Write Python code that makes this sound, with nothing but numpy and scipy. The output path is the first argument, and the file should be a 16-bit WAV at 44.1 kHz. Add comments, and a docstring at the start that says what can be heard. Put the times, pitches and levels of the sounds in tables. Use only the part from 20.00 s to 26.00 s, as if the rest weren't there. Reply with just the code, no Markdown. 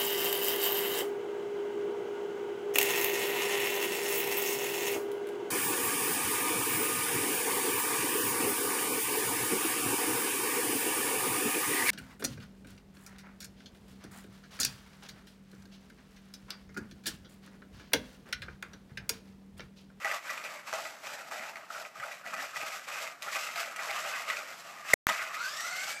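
"""A toy car rears up and spins on a concrete drive, its plastic shell scraping and knocking several times a second.
Random clicks ring shell and chassis for the scrape; decaying tones make the knocks, gliding tones the squeaks.
The car slams down, the sound drops out for an eighth of a second and returns with a pop. Then the car drives off,
its gears whining upward as tones blurred with noise. Shaped noise lies underneath: a distant street, a little wind
on the small microphone. A fence and the ground return dozens of dense, fading early echoes of the car."""
import sys
import numpy as np
from scipy import signal
from scipy.fft import rfft, irfft
from scipy.io import wavfile

SR = 44100
rng = np.random.default_rng(int(sys.argv[2]) if len(sys.argv) > 2 else 0)


def ratio(d):
    """dB to gain"""
    e = np.asarray(d, float) / 20
    return 10 ** e


def to_wav(sig):
    """Store sig (one row per channel, or 1-D mono) as 16-bit WAV at the path in sys.argv[1].

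    Samples outside -1..1 are clipped; the rate is SR.
    """
    pcm = np.clip(np.atleast_2d(sig), -1, 1) * 32767
    pcm = np.round(pcm).astype(np.int16)
    wavfile.write(sys.argv[1], SR, pcm.T)  # frames by channels


N = 264600  # six seconds


def curve(rows):
    """Columns of a table, interpolated sample by sample over its first column, time."""
    s, *columns = np.transpose(rows)
    return [np.interp(np.arange(N) / SR, s, c) for c in columns]


def evened(x):
    """Scales to rms 1."""
    return x / np.sqrt(np.mean(x ** 2) + 1e-20)


def add(mix, s, sound):
    """Mixes a sound in at s seconds."""
    part = mix[round(s * SR):][:len(sound)]
    part += sound[:len(part)]


def coloured(x, points):
    """Filters x along a spectrum table, falling 18 dB per octave below its first point."""
    f, db = np.transpose(points)
    hz = np.fft.rfftfreq(len(x), 1 / SR)
    edge_db = -18 * np.maximum(np.log2(f[0] / (hz + 1)), 0)
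    gain = ratio(np.interp(np.log(hz + 1), np.log(f), db) + edge_db)
    return irfft(rfft(x) * gain, len(x))


def resonate(x, hz, width):
    """Shifts the curve hz down to zero, smooths, and shifts back: a resonance that can move."""
    turn = np.exp(2j * np.pi * np.cumsum(hz * np.ones(len(x))) / SR)
    r = np.exp(-np.pi * abs(width) / SR)
    smooth = signal.lfilter([1 - r], [1, -r], x / turn)
    return 2 * (turn * smooth).real


def drift(width_hz):
    """Random wander of rms 1: noise smoothed twice, faster for a greater width."""
    once = resonate(rng.standard_normal(N), 0, width_hz)
    return evened(resonate(once, 0, width_hz))


def grains(per_s, spread_db):
    """Random clicks of either sign, a few of them large, evened to rms 1."""
    size = ratio(spread_db * np.minimum(rng.exponential(1, N), 3)) * rng.choice([-1., 1.], N)
    return evened(size * (rng.random(N) < per_s / SR))


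# spectrum of the distant street: pitch_hz, level_db (per Hz, relative)
STREET = [(18, -60), (30, -28), (173, -1), (432, -7), (897, -3.5), (1050, -3), (1330, 1.5), (3680, -17),
          (4660, -14), (9680, -23), (15500, -25)]


def street():
    """Distant traffic and air: noise of a fixed colour that swells slowly."""
    swell = ratio(1.2 * drift(1.5))
    return ratio(-58) * swell * evened(coloured(rng.standard_normal(N), STREET))


# wind buffets on the microphone: middle_s, level_db, centre_hz, half_length_s
BUFFETS = [(1.329, -63, 215, 0.09), (1.411, -61, 227, 0.044), (2, -60, 113, 0.037), (2.275, -63, 231, .04),
           (2.35, -59, 216, 0.084), (2.417, -60, 265, 0.06), (2.588, -65, 110, 0.037),
           (5.102, -52, 231, 0.03)]


def wind():
    """Short wind buffets at the microphone: low narrow noise that swells and falls."""
    out = np.zeros(N)
    for s, db, hz, half in BUFFETS:
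        noise = rng.standard_normal(round(2 * half * SR))
        puff = evened(resonate(resonate(noise, hz, 70), hz, 140))
        add(out, s - half, ratio(db) * puff * np.hanning(len(puff)))
    return out


# faint fuzzy hum from before the landing into the drive-off: start_s, end_s, pitch_hz, level_db
HUM = (4.4, 6, 1170, -50.5)


def hum():
    """A narrow fuzzy hum that swells and fades: noise through two resonances."""
    start, end, hz, db = HUM
    noise = rng.standard_normal(round((end - start) * SR))
    fuzz = evened(resonate(resonate(noise, hz, 150), hz, 300))
    out = np.zeros(N)
    add(out, start, ratio(db) * np.sqrt(np.hanning(len(noise))) * fuzz)
    return out


# the landing on concrete: start_s, level_db, ring_hz
SLAM = (4.9333, -6, 2020)


def slam():
    """The car lands flat: the shell's ring swells and fades in 5 ms, with a low thud, a push of air and grit."""
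    s, db, ring_hz = SLAM
    t, out = np.arange(500) / SR, np.zeros(N)
    shell = np.sin(np.pi * np.clip(t / .005, 0, 1) ** 1.4) * np.sin(2 * np.pi * ring_hz * t)
    thud_swell = np.sin(np.pi * np.clip((t - .002) / .0048, 0, 1))
    thud = ratio(-11) * thud_swell * np.sin(2 * np.pi * 560 * t)
    push = ratio(-19.5) * np.sin(np.pi * np.clip((t - .0035) / 0.003, 0, 1))
    # spectrum of the burst: pitch_hz, level_db
    crack = [(700, 12.0), (1200, 12.0), (3500, 0.0), (7800, 7.5), (10000, 0.5), (13000, 2.5), (15000, -6.5)]
    grit = evened(coloured(rng.standard_normal(len(t)), crack))
    grit_db = np.interp(t, [0, .002, .0045, .006, .007, .009], [-26, -17, -15, -10, -24, -34])
    add(out, s, ratio(db) * (shell + thud + push + ratio(grit_db) * grit))
    return out


# driving off: time_s, tooth_rate_hz of the motor pinion, load_db of the motor
DRIVE = [(5.33, 1100, -62), (5.385, 1350, -38.5), (5.44, 1470, -36.5), (5.5, 1650, -41), (5.6, 1880, -41),
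         (5.7, 2040, -40.5), (5.78, 2110, -42), (5.87, 2240, -44), (6, 2340, -46)]
# gear tones: multiple of the tooth rate, width_hz, level_db,
# follows (0 pinion, 1 slower second pair, 2 overtones)
GEARS = [(1, 130, 0, 0), (2, 260, -8, 2), (3, 380, 2, 2), (4, 450, -5, 2), (.35, 90, -11, 1),
         (.7, 130, 1, 1), (2.1, 380, -10, 1), (2.8, 350, -13, 1), (3.5, 450, -11, 1)]
# level of the second gear pair against the pinion, by speed: tooth_rate_hz, level_db
SECOND_PAIR = [(1470, -18), (1750, -10), (2050, 0), (2330, -1)]
# level of the overtones against the pinion, by speed: tooth_rate_hz, level_db
OVERTONES = [(1300, -17), (1750, -6), (2000, -11), (2200, -20)]
# the clean line weakens at full speed: tooth_rate_hz, level_db
SLIP = [(2100, -2), (2220, -6)]


def gears():
    """Tooth tones that climb with the motor: a wavering line inside a blur from wobbling plastic gears."""
    mesh_hz, load_db = curve(DRIVE)
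    second_db = np.interp(mesh_hz, *np.transpose(SECOND_PAIR))
    bright_db = np.interp(mesh_hz, *np.transpose(OVERTONES))
    clean = ratio(np.interp(mesh_hz, *np.transpose(SLIP)))
    on = np.arange(N) / SR > DRIVE[0][0]
    teeth = rng.standard_normal(N)
    turns = np.cumsum(mesh_hz * (1 + .014 * drift(120))) / SR
    share_db, tones = [0, second_db, bright_db], 0
    for k, width, db, kind in GEARS:
        blur = evened(resonate(resonate(teeth, k * mesh_hz, width), k * mesh_hz, 2 * width))
        if k <= 1:
            tone = clean * np.sin(2 * np.pi * k * turns) + .6 * blur
        else:
            tone = blur  # the wobble smears high tones completely
        tones = tones + ratio(db + share_db[kind]) * ratio(1.5 * drift(90)) * tone
    return on * ratio(load_db + drift(70)) * tones


# squeaks as a tyre or edge slips, and one short high tick at 5.083 s:
# middle_s, length_s, level_db, from_hz, to_hz
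SQUEAKS = [(0.076, 0.018, -36, 1340, 1600), (0.282, 0.036, -42, 1550, 1520),
           (1.707, 0.0092, -29, 1490, 1250), (1.752, 0.018, -40, 1320, 1530),
           (1.764, 0.018, -36, 1248, 1326), (1.96, 0.013, -41, 1300, 1170), (2.038, 0.025, -35, 1196, 1547),
           (2.245, .016, -43, 1410, 1470), (2.542, .03, -42, 1510, 1225), (3.286, 0.039, -39.5, 1330, 1420),
           (3.336, 0.032, -39, 1950, 1950), (3.902, 0.034, -35.5, 2267, 1950),
           (4.139, 0.068, -44, 1500, 1617), (4.164, .02, -36.5, 1940, 1880),
           (4.201, 0.015, -41, 1290, 1181), (5.083, 0.0073, -36, 6500, 6300),
           (5.225, 0.06, -40, 1476, 1516)]


def squeaks():
    """Stick and slip at a gliding rate, and one high tick: soft-edged trembling tones, fuzzier the longer they last."""
    out, tremble, hiss = np.zeros(N), drift(197), rng.standard_normal(N)
    for s, length, db, from_hz, to_hz in SQUEAKS:
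        count = round(length * SR)
        at = round(s * SR) - count // 2
        shake, hz = tremble[at:][:count], np.linspace(from_hz, to_hz, count)
        tone = np.sin(2 * np.pi * np.cumsum(hz * (1 + .03 * shake)) / SR)
        fuzz = length / .05 * evened(resonate(hiss[at:][:count], hz, 250))
        add(out, at / SR, ratio(db + 2 * shake) * np.hanning(count) ** .7 * (tone + fuzz))
    return out


# resonances of the shell panels, also rung by the scrape: pitch_hz, width_hz, level_db
SHELL = [(1261, 212, 0), (1545, 320, -4.5), (1960, 320, -1), (2450, 340, -3)]
# resonances of the chassis, also rung by the scrape: pitch_hz, width_hz, level_db
CHASSIS = [(571, 105, -9.5), (645.6, 90, 1), (799, 160, -0.5)]
# spectrum of grit under plastic, for ticks and for the scrape's hiss: pitch_hz, level_db
GRIT = [(2800, 3), (4000, 0), (5000, 1), (6800, -1.5), (7800, -0.5), (8600, -9.5), (10000, -11),
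        (12800, -8), (15000, -17.5)]
# knocks of the shell: start_s, blow_db (before a small lift), pitch_hz of the struck panel,
# chassis_db and tick_db (relative shares)
KNOCKS = [(0.0462, -19, 1960, 2, -9), (.056, -27, 1950, -11, -12), (0.1131, -19.5, 1960, -3, -9.5),
          (0.302, -30, 1670, 1, -1.5), (0.4492, -32.5, 2570, -12, -11), (1.064, -35, 1280, 5, -18),
          (2.3385, -27, 1300, -3, -6), (2.627, -28.5, 2480, 11, -8), (2.914, -32, 1660, -15, -16),
          (3.351, -23, 2400, -1, -9), (0.123, -26, 1690, -13, -15), (0.294, -23.5, 1870, -27, -16),
          (0.439, -31, 2450, 1, -2), (0.728, -22, 1400, 6.5, -6), (0.8525, -28.5, 2360, -5, -23),
          (1.312, -30, 1350, 3, -4), (1.557, -28, 2110, -26, -14), (1.851, -30, 2350, -27, -17),
          (1.999, -28.5, 1760, -24, -11), (2.263, -26.5, 1790, -27, -13), (2.334, -25.5, 1380, 0, -13),
          (2.5594, -25.5, 2030, -35, -25), (3.906, -26.5, 2640, -1, -3), (3.222, -31.5, 2480, -25, 3),
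          (3.269, -31.5, 1390, 10, -20), (3.357, -24.5, 2430, 1.5, -8.5), (3.558, -24.5, 2280, -28, -8),
          (3.761, -32, 1310, -14, 1.5), (3.791, -24.5, 2050, -3, -17), (3.887, -32.5, 2100, 11.5, -15),
          (4.0487, -26, 1200, 0, -23), (4.3, -18.5, 2050, -33, -10.5), (4.369, -26, 2430, -7, -22),
          (5.087, -19, 1860, -3, -5.5), (5.0905, -14.5, 1040, -20, -8), (5.098, -19, 1970, 1, -21),
          (5.345, -26, 1960, -25, -12)]


def knocks():
    """A sharp blow rings the struck panel, its neighbours, the chassis and a tick; two rebounds skip the panel."""
    out, t = np.zeros(N), np.arange(1500) / SR
    tick = evened(coloured(rng.standard_normal(N), GRIT))
    rise = np.sin(np.pi / 2 * np.minimum(t / .0012, 1)) ** 2
    # each ring time is the time to fall by 60 dB
    others = sum(ratio(level - 60 * t / 0.047) * np.sin(2 * np.pi * f * t) for f, _, level in SHELL)
    drum = sum(ratio(level - 60 * t / 0.13) * np.sin(2 * np.pi * f * t) for f, _, level in CHASSIS)
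    rebounds_s = rng.uniform(.002, .012, (len(KNOCKS), 2))
    for (s, db, hz, chassis_db, tick_db), lags in zip(KNOCKS, rebounds_s):
        panel = ratio(-60 * (t / 0.0052) ** 2) * np.sin(2 * np.pi * hz * t)
        spray = ratio(-60 * t / 0.0076) * tick[round(s * SR):][:len(t)]
        rattle = ratio(-15.0) * others + ratio(chassis_db - 23.5) * drum + ratio(tick_db) * spray
        add(out, s, ratio(db + 1.5) * rise * (ratio(-1) * panel + rattle))
        for lag in lags:
            add(out, s + lag, ratio(db + 1.0) * rise * rattle)
    return out


def ring(modes, shared, own_share):
    """Each mode takes the shared clicks plus its own; as the car turns, modes shift a little and take turns."""
    out = 0
    for hz, width, db in modes:
        moving_hz = hz * (1 + .04 * drift(12))
        clicks = shared + own_share * grains(700, 4.2)
        rung = resonate(resonate(clicks, moving_hz, width), moving_hz, 3 * width)
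        out = out + ratio(db + 1.5 * drift(30)) * evened(rung)
    return evened(out)


# drags of the shell over the concrete: start_s, held_s, touch_db and lift_db (pressure),
# hiss_db (grit against pressure)
DRAGS = [(0, 0.027, -29.5, -39, -9.5), (.04, 0.12, -38.5, -39, -8.5), (.18, 0.086, -60, -42.5, -5),
         (0.279, 0.16, -39.5, -49, -7.5), (0.423, 0.13, -40, -44, -7.5), (0.65, 0.08, -36.5, -45.5, -5.5),
         (0.715, 0.28, -36, -58, -4), (1.012, 0.13, -47, -39, -5.5), (1.259, 0.045, -36, -55.5, -3),
         (1.294, 0.18, -40, -44, -8.5), (1.545, 0.025, -46, -45, -8.5), (1.682, 0.11, -46.5, -42, -5.5),
         (1.931, 0.19, -50.5, -42, -7), (2.227, 0.22, -44.5, -39.5, -7.5), (2.53, 0.21, -41, -39, -5.5),
         (2.855, 0.2, -40.5, -39.5, -6.5), (3.2, 0.28, -43, -39.5, -3), (3.535, 0.14, -35.5, -41.5, -8),
         (3.754, 0.47, -37.5, -37, -6.5), (4.261, 0.17, -33, -44.5, -5.5), (4.45, 0.36, -49.5, -51, -3.5),
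         (4.827, 0.25, -43.5, -38.5, -4), (5.068, 0.019, -29, -33.5, -5.5), (5.11, 0.29, -39, -46, -8.5),
         (5.31, 0.58, -48, -41.5, 0)]


def contact():
    """Pressure of shell and grit on the ground: each drag builds fast, slides from touch to lift and lets go."""
    build_db_per_s, release_db_per_s = 715.5, 139.5
    roll_db, roll_hiss_db = -66, -6  # wheels alone, between drags
    t = np.arange(N) / SR
    press, hiss = ratio(2 * roll_db), ratio(2 * (roll_db + roll_hiss_db))  # powers
    for s, held, touch_db, lift_db, hiss_db in DRAGS:
        full = s + 20 / build_db_per_s  # builds through the last 20 dB after s
        db = np.interp(t, [s, s + held], [touch_db, lift_db])
        db = db - build_db_per_s * np.maximum(full - t, 0)
        db = db - release_db_per_s * np.maximum(t - s - held, 0)
        press, hiss = press + ratio(2 * db), hiss + ratio(2 * (db + hiss_db))
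    return np.sqrt(press), np.sqrt(hiss)


# low drumming of the chassis: time_s, level_db (against contact pressure)
DRUM = [(0, -11.5), (1, -3.5), (1.9, -3.5), (2.4, -8), (4.4, -9), (4.75, -5), (4.9, -14), (5.45, -11.5),
        (6, -7)]


def scrape():
    """Stones of the concrete catch the shell: clicks ring panels and chassis, and hiss on top."""
    press, grit = contact()
    drum_db, = curve(DRUM)
    stones = grains(700, 5)
    judder = ratio(1.4 * drift(60) + 1.32 * drift(13.8))  # the grip comes and goes
    rubbing = 0.56 * stones + .5 * grains(5000, 1.21) + rng.standard_normal(N)
    hiss = evened(coloured(rubbing, GRIT))
    body = ratio(-1.0) * ring(SHELL, stones, 1.74) + ratio(drum_db) * ring(CHASSIS, stones, 2.06)
    return evened(judder) * (press * body + grit * ratio(1.57 * drift(47)) * hiss)


def scene():
    """Car, street and wind; fence and ground return dozens of dense, fading early echoes of all but the slam."""
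    car = scrape() + squeaks() + knocks() + gears() + hum()
    echoes = np.zeros(2500)
    echoes[rng.integers(150, 2500, 40)] = rng.choice([-1., 1.], 40)
    echoes *= ratio(-60 * np.arange(2500) / SR / 0.23)  # fading at 60 dB in 0.23 s
    echoes /= np.linalg.norm(echoes)
    car = car + ratio(-11) * signal.oaconvolve(car, echoes)[:N]  # street and wind have no echoes either
    return (car + slam() + street() + wind())[None]


def top_cut(x):
    """Nothing passes above the cut-off."""
    return signal.sosfilt(signal.butter(12, 16540, fs=SR, output="sos"), x)


# the dropout: start_s, end_s
SILENT = (4.9405, 5.069)
# the pop on return: level_db, ring_hz
POP = (-12.5, 1700)


def record(dry):
    """Small microphone without deep bass; the signal dies within 3 ms, stays silent, and returns with a pop."""
    t = np.arange(N) / SR
    start, end = SILENT
    pop_db, pop_hz = POP
    thin = signal.sosfilt(signal.butter(2, 110, "high", fs=SR, output="sos"), dry)
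    dying = np.clip(1 - (t - start) / .003, 0, 1) ** 2
    alive = np.where(t < end, dying, 1)
    turns = (t - end) * pop_hz
    popping = (turns > 0) * (turns < 1.5)  # one and a half cycles
    fuzz = ratio(-8) * rng.standard_normal(N)
    pop = ratio(pop_db) * popping * (np.sin(2 * np.pi * turns) + .1 + fuzz)
    treble_edge = signal.firwin(255, 15350, window=("kaiser", 7), fs=SR)[None]  # low-pass, Hz
    mix = signal.oaconvolve(thin * alive + pop, treble_edge, "same")
    return top_cut(mix)


dry = scene()
out = record(dry)
to_wav(out)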